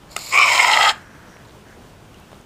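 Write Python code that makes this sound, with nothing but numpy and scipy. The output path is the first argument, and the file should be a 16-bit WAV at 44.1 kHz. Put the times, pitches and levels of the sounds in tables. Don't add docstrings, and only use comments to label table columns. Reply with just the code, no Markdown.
import sys
import numpy as np
from scipy import signal
from scipy.fft import rfft, irfft
from scipy.io import wavfile
from scipy.ndimage import uniform_filter1d, minimum_filter1d

SR = 44100
rng = np.random.default_rng(int(sys.argv[2]) if len(sys.argv) > 2 else 0)


def digitize_waveform(pressure):
    field = np.atleast_2d(pressure).T
    bounded = np.clip(field, -1, 1)
    quanta = np.round(bounded * 32767).astype(np.int16)
    wavfile.write(sys.argv[1], SR, quanta)


def invert_db(x):
    u = np.asarray(x, float) / 20
    return 10 ** u


N = 108045
T = np.arange(N) / SR

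# (time [s], level [dB], foam piled round the nozzle [0-1])
FOAM_FLOW = [(.3, -54, 0), (.322, -27.5, 0.2), (.331, -19, 0), (.35, -16, 0.02), (.4, -12.5, 0.07),
             (.44, -17.5, 0.2), (.53, -16.5, 0.52), (.62, -16.5, 0.58), (.75, -14.5, 0.86),
             (.89, -17, 0.95), (.912, -20, 1), (.926, -39, 1), (.945, -45, 1), (.97, -50, 1),
             (1.03, -55, 1)]
# (bare pitch [Hz], buried pitch [Hz], width [Hz], bare level [dB], buried level [dB])
CAVITY_MODES = [(278, 220, 143, -16.5, -15.5), (490, 671, 186, -20, -17), (820, 642, 230, -15.5, -7.5),
                (1185, 821, 155, 1, 1), (1437, 1239, 100, -22, 0.5), (1540, 1673, 97, -64, 8),
                (2411, 1949, 247, 6.5, -2.5), (2590, 2750, 300, -10, -10), (3000, 3188, 180, -8, -6.5),
                (3900, 3690, 490, -7.5, -16), (4540, 4195, 560, -24.5, -10), (5420, 5200, 310, -4.5, -18)]
# (time [s], 1/e half-length [s], relative lift [dB], pitch lifted most [Hz])
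GAS_GULPS = [(0.394, 0.02, 3, 1100), (0.4, 0.0041, 8, 1090), (0.423, 0.0023, -1, 1150),
             (0.433, 0.016, 6.5, 2300), (0.457, 0.0078, 6.5, 1050), (0.482, 0.0039, 7, 2200),
             (0.527, 0.0062, -1, 1510), (0.55, 0.0032, 4, 3500), (0.635, 0.0025, 1, 1010),
             (0.681, 0.011, 6.5, 1460), (0.813, 0.005, 13.5, 2100), (0.868, 0.019, 7.5, 1250),
             (0.493, 0.0074, 6, 2260), (0.52, 0.0085, 6.5, 2200), (0.557, 0.0065, 7, 3240),
             (0.6, 0.0063, 16, 1900), (.7, 0.0035, 9, 1640), (0.579, 0.0019, 19, 4260),
             (0.714, 0.0043, 14, 5300), (0.521, 0.0047, 4.5, 2000), (0.648, 0.0034, 18.5, 1800),
             (0.739, 0.011, 12.5, 3000), (0.774, 0.0023, 18, 2530), (0.831, 0.0068, 13, 3230),
             (0.852, 0.006, 14, 3000), (0.895, 0.011, 15.5, 3540)]
GULP_REACH_OCT = 0.85
POPS_PER_S, POP_DB, POP_SPREAD_DB = 2500, -4, 3.5
SPUTTER_DB, SPUTTER_LOW_HZ, SPUTTER_HIGH_HZ = 1.9, 60, 200
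MODE_SWING_DB = 1.6
LOCKING = .35
OPEN_S, SETTLE_S, START_FLAT, START_LOSS_DB_PER_OCT = 0.36, 0.023, 0.069, 25

# (time [s], level [dB])
GAS_FLOW = [(.08, -77), (.115, -46.5), (.155, -51.5), (.175, -38.5), (.27, -37), (.31, -35), (.34, -27.5),
            (.45, -29.5), (.56, -24.5), (.7, -28), (.9, -28), (.916, -36), (.93, -50), (.97, -58),
            (1.05, -68)]
# (frequency [Hz], relative density [dB per Hz])
GAS_SPECTRUM = [(290, -25), (500, 2), (1150, 1), (1750, -34), (2200, 6.5), (4380, -8.5), (6360, -27),
                (7030, 7), (15500, -39.5)]
# (frequency [Hz], width [Hz], level as a dry leak [dB], level under foam [dB])
VALVE_MODES = [(2210, 1250, -7, 9), (4430, 810, 4.5, -1), (4970, 280, -7, -1), (6600, 380, -18, -2),
               (7030, 130, 4, 0.5), (7590, 690, -2, -2), (8230, 800, -4.5, -1.5), (9630, 1400, -45, -14),
               (11200, 1200, -5, -24), (12600, 1400, -7, -22), (13900, 2700, -25, -14)]
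WET_S, WETTING_S = 0.295, 0.051

# (frequency [Hz], relative level [dB], 60 dB decay time [s])
BUTTON_MODES = [(400, -14, .02), (790, -11, 0.0099), (1280, -6, .018), (2070, -1, .014), (2546, 1, .014),
                (3620, -8, .012), (5100, 0.5, 0.0057), (7050, -1, 0.0047), (8300, 1.5, 0.0043),
                (9200, -13, 0.0055), (10700, -25, .005), (13500, -22, .005), (14900, -18, .004)]
# (time [s], level [dB], tilt about 3 kHz [dB per octave])
BUTTON_SLIPS = [(0.164, -16, -2.5), (0.1657, -17, 6), (0.1654, -18, -4.5)]
SLIP_RISE_S = 0.0001

# (frequency [Hz], 1/e half-width [Hz], depth [0-1])
HAND_DIPS = [(1666, 116, 0.85), (3500, 84, 0.03), (6000, 140, 0.23), (7030, 78, 0.63), (8830, 620, 0.6)]
CAN_LOW_HZ = 439

# (time [s], peak level [dB], frequency [Hz], width [Hz])
TICK_TAPS = [(.179, -27, 1400, 250), (.978, -42, 7800, 2000), (1.022, -44, 7800, 2000),
             (1.364, -34, 700, 350), (1.369, -31, 2000, 1000), (1.452, -44, 950, 50),
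             (1.457, -45, 1300, 120), (1.45, -45, 4000, 700), (1.455, -43, 4200, 900),
             (1.485, -43, 3900, 800), (1.495, -41, 3800, 600), (1.509, -41, 4000, 800),
             (1.522, -42, 4500, 2000), (2.144, -38, 5500, 3000), (2.143, -44, 2850, 130),
             (2.2, -35, 11500, 6000), (2.318, -34, 900, 800), (2.318, -42, 6500, 3000),
             (2.33, -30, 600, 500), (2.331, -40, 2800, 1500), (2.344, -44, 3800, 500),
             (2.355, -42, 7000, 1800), (2.413, -42, 7000, 1500)]
# (start [s], length [s], level [dB], frequency [Hz], width [Hz])
RUSTLE_BURSTS = [(0, 0.049, -59, 3300, 404), (0, 0.33, -51, 860, 684), (.98, 0.23, -63.5, 5770, 500),
                 (1.245, 0.16, -59.5, 5750, 600), (1.463, .03, -59, 6860, 500),
                 (1.634, 0.082, -61, 2920, 300), (1.64, 0.13, -49, 1700, 400),
                 (1.648, 0.13, -60, 5630, 3030), (2.142, 0.036, -57, 2860, 500),
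                 (2.194, 0.065, -57, 2620, 400), (2.3, 0.043, -61, 3900, 700),
                 (2.296, 0.13, -67, 8000, 4000), (1.74, 0.098, -47, 353, 300)]
# (time [s], level [dB])
FIZZ_FLOW = [(.91, -38), (.96, -42), (1.03, -50), (1.2, -50.5), (1.4, -53.5), (1.6, -67)]
FIZZ_HZ, FIZZ_WIDTH_HZ = 1590, 510

ECHO_DB, ECHO_T60_S = -20, 0.18
# (frequency [Hz], relative density [dB per Hz])
ROOM_SPECTRUM = [(20, 1.5), (60, 1), (120, 1), (324, -5.5), (932, -11), (1540, -15), (1920, -19),
                 (3170, -20), (4070, -24.5), (6000, -26), (9000, -29.5), (12000, -35.5), (14200, -33),
                 (15500, -37)]
ROOM_DB, ROOM_SWELL_DB = -44.5, .7

MIC_LOW_HZ, EDGE_HZ = 43.6, 15310
CEILING = .95


def evened(x):
    return x / np.sqrt(np.mean(x ** 2) + 1e-20)


def curve(rows, column=1):
    rows = np.array(rows)
    return np.interp(T, rows[:, 0], rows[:, column])


def level(rows):
    return invert_db(curve(rows)) * (T > rows[0][0]) * (T < rows[-1][0])


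def coloured(points):
    f, db = np.transpose(points)
    hz = np.fft.rfftfreq(N, 1 / SR)
    gain = invert_db(np.interp(np.log(hz + 1), np.log(f + 1), db))
    return evened(irfft(rfft(rng.standard_normal(N)) * gain, N))


def lumps(high_hz, low_hz=0.033):
    f = np.fft.rfftfreq(N, 1 / SR)
    spectrum = rfft(rng.standard_normal(N)) / (1 + (f / high_hz) ** 4)
    return evened(irfft(spectrum / (1 + (low_hz / (f + 0.0095)) ** 2), N))


def resonate(x, hz, width):
    turn = np.exp(2j * np.pi * np.cumsum(hz * np.ones(len(x))) / SR)
    r = np.exp(-np.pi * width * 1.5 / SR)
    smooth = signal.lfilter([(1 - r) ** 2], [1, -2 * r, r * r], x / turn + 1e-18)
    return 2 * (turn * smooth).real


def bubbling_jet():
    size = invert_db(POP_SPREAD_DB * np.minimum(rng.exponential(1, N), 3)) * rng.choice([-1, 1], N)
    pops = evened(size * (rng.random(N) < POPS_PER_S / SR))
    jet = evened(rng.standard_normal(N) + invert_db(POP_DB) * pops)
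    return jet * invert_db(SPUTTER_DB * lumps(SPUTTER_HIGH_HZ, SPUTTER_LOW_HZ))


def gulp_lift_db(hz):
    lift_db = np.zeros(N)
    for s, length, db, top in GAS_GULPS:
        octaves = np.log2(hz[round(s * SR)] / top)
        nearness = np.exp(-(octaves / GULP_REACH_OCT) ** 2)
        lift_db += db * np.exp(-((T - s) / length) ** 2) * nearness
    return lift_db


def foam():
    drive = bubbling_jet()
    pile = curve(FOAM_FLOW, column=2)
    fresh = np.exp(-np.clip(T - OPEN_S, 0, None) / SETTLE_S)
    out = np.zeros(N)
    for k, (bare, buried, width, bare_db, buried_db) in enumerate(CAVITY_MODES):
        hz = (bare + (buried - bare) * pile) * (1 - START_FLAT * fresh)
        ring = resonate(drive, hz, 1.41 * width)
        ring = evened(resonate(ring, hz, 1.67 * width))
        envelope = np.abs(signal.hilbert(ring))
        ring = ring / (envelope + .2) ** LOCKING
        swing_db = MODE_SWING_DB * lumps(120, low_hz=40)
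        ring = evened(ring * invert_db(gulp_lift_db(hz) + swing_db))
        octaves_up = max(np.log2(bare / 2500), 0)
        ring = ring * invert_db(-START_LOSS_DB_PER_OCT * fresh * octaves_up)
        out += (-1) ** k * invert_db(bare_db + (buried_db - bare_db) * pile) * ring
    return level(FOAM_FLOW) * out / 2


def gas():
    white = rng.standard_normal(N)
    wet = np.clip((T - WET_S) / WETTING_S, 0, 1)
    tones = np.zeros(N)
    for hz, width, dry_db, wet_db in VALVE_MODES:
        mode_db = dry_db + (wet_db - dry_db) * wet + 1.66 * lumps(23.6, low_hz=4.6)
        tones += invert_db(mode_db) * evened(resonate(white, hz, width))
    hiss = tones / 2 + invert_db(-3.5) * coloured(GAS_SPECTRUM)
    flutter_db = 1.3 * lumps(135, low_hz=24) + 2 * lumps(490, low_hz=100)
    return level(GAS_FLOW) * invert_db(flutter_db) * hiss


def clicks():
    out = np.zeros(N)
    for s, level_db, tilt_db in BUTTON_SLIPS:
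        t = np.clip(T[:SR // 4] - s, 0, None)
        rise = 1 - np.exp(-t / SLIP_RISE_S)
        for hz, db, t60 in BUTTON_MODES:
            mode_db = level_db + db + tilt_db * np.log2(hz / 3000)
            out[:len(t)] += invert_db(mode_db - 60 * t / t60) * rise * np.sin(2 * np.pi * hz * t)
    return out


def past_hand(x):
    x = signal.sosfilt(signal.butter(3, CAN_LOW_HZ, "high", fs=SR, output="sos"), x)
    hz = np.fft.rfftfreq(N, 1 / SR)
    gain = np.ones(len(hz))
    for f, width, depth in HAND_DIPS:
        gain *= 1 - depth * np.exp(-((hz - f) / width) ** 2)
    return irfft(rfft(x) * gain, N)


def ticks():
    out = np.zeros(N)
    for s, db, hz, width in TICK_TAPS:
        ring = resonate(signal.unit_impulse(1500), hz, width)
        out[round(s * SR):][:1500] += invert_db(db) * ring / np.abs(ring).max()
    return out


def grain():
    return rng.standard_normal(N) * invert_db(2.3 * lumps(220, low_hz=50))


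def fizz():
    return level(FIZZ_FLOW) * evened(resonate(grain(), FIZZ_HZ, FIZZ_WIDTH_HZ))


def rustles():
    scrape = grain()
    out = np.zeros(N)
    for start, length, db, hz, width in RUSTLE_BURSTS:
        envelope = np.sin(np.pi * np.clip((T - start) / length, 0, 1))
        out += invert_db(db) * envelope * evened(resonate(scrape, hz, width))
    return out


def echo(x):
    t = T[:SR // 2]
    dull = signal.lfilter([1], [1, -.8], rng.standard_normal(len(t)))
    tail = dull * invert_db(-60 * t / ECHO_T60_S) * (t > .006)
    return invert_db(ECHO_DB) * signal.oaconvolve(x, tail / np.linalg.norm(tail))[:N]


def room():
    return invert_db(ROOM_DB + ROOM_SWELL_DB * lumps(9)) * coloured(ROOM_SPECTRUM)


def scene():
    can = past_hand(foam() + gas() + clicks())
    return (can + echo(can) + ticks() + fizz() + rustles() + room())[None]


def limited(x):
    gain = np.minimum(CEILING / (np.abs(x) + 1e-9), 1)
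    return x * uniform_filter1d(minimum_filter1d(gain, size=201), size=101)


def top_cut(x):
    return signal.sosfilt(signal.butter(12, 16470, fs=SR, output="sos"), x)


def record(dry):
    x = signal.sosfilt(signal.butter(2, MIC_LOW_HZ, "high", fs=SR, output="sos"), dry)
    x = limited(x)
    lowpass = signal.firwin(1601, EDGE_HZ, window=("kaiser", 9), fs=SR)
    x = signal.oaconvolve(x, lowpass[None], "same")
    return top_cut(x)


dry = scene()
out = record(dry)
digitize_waveform(out)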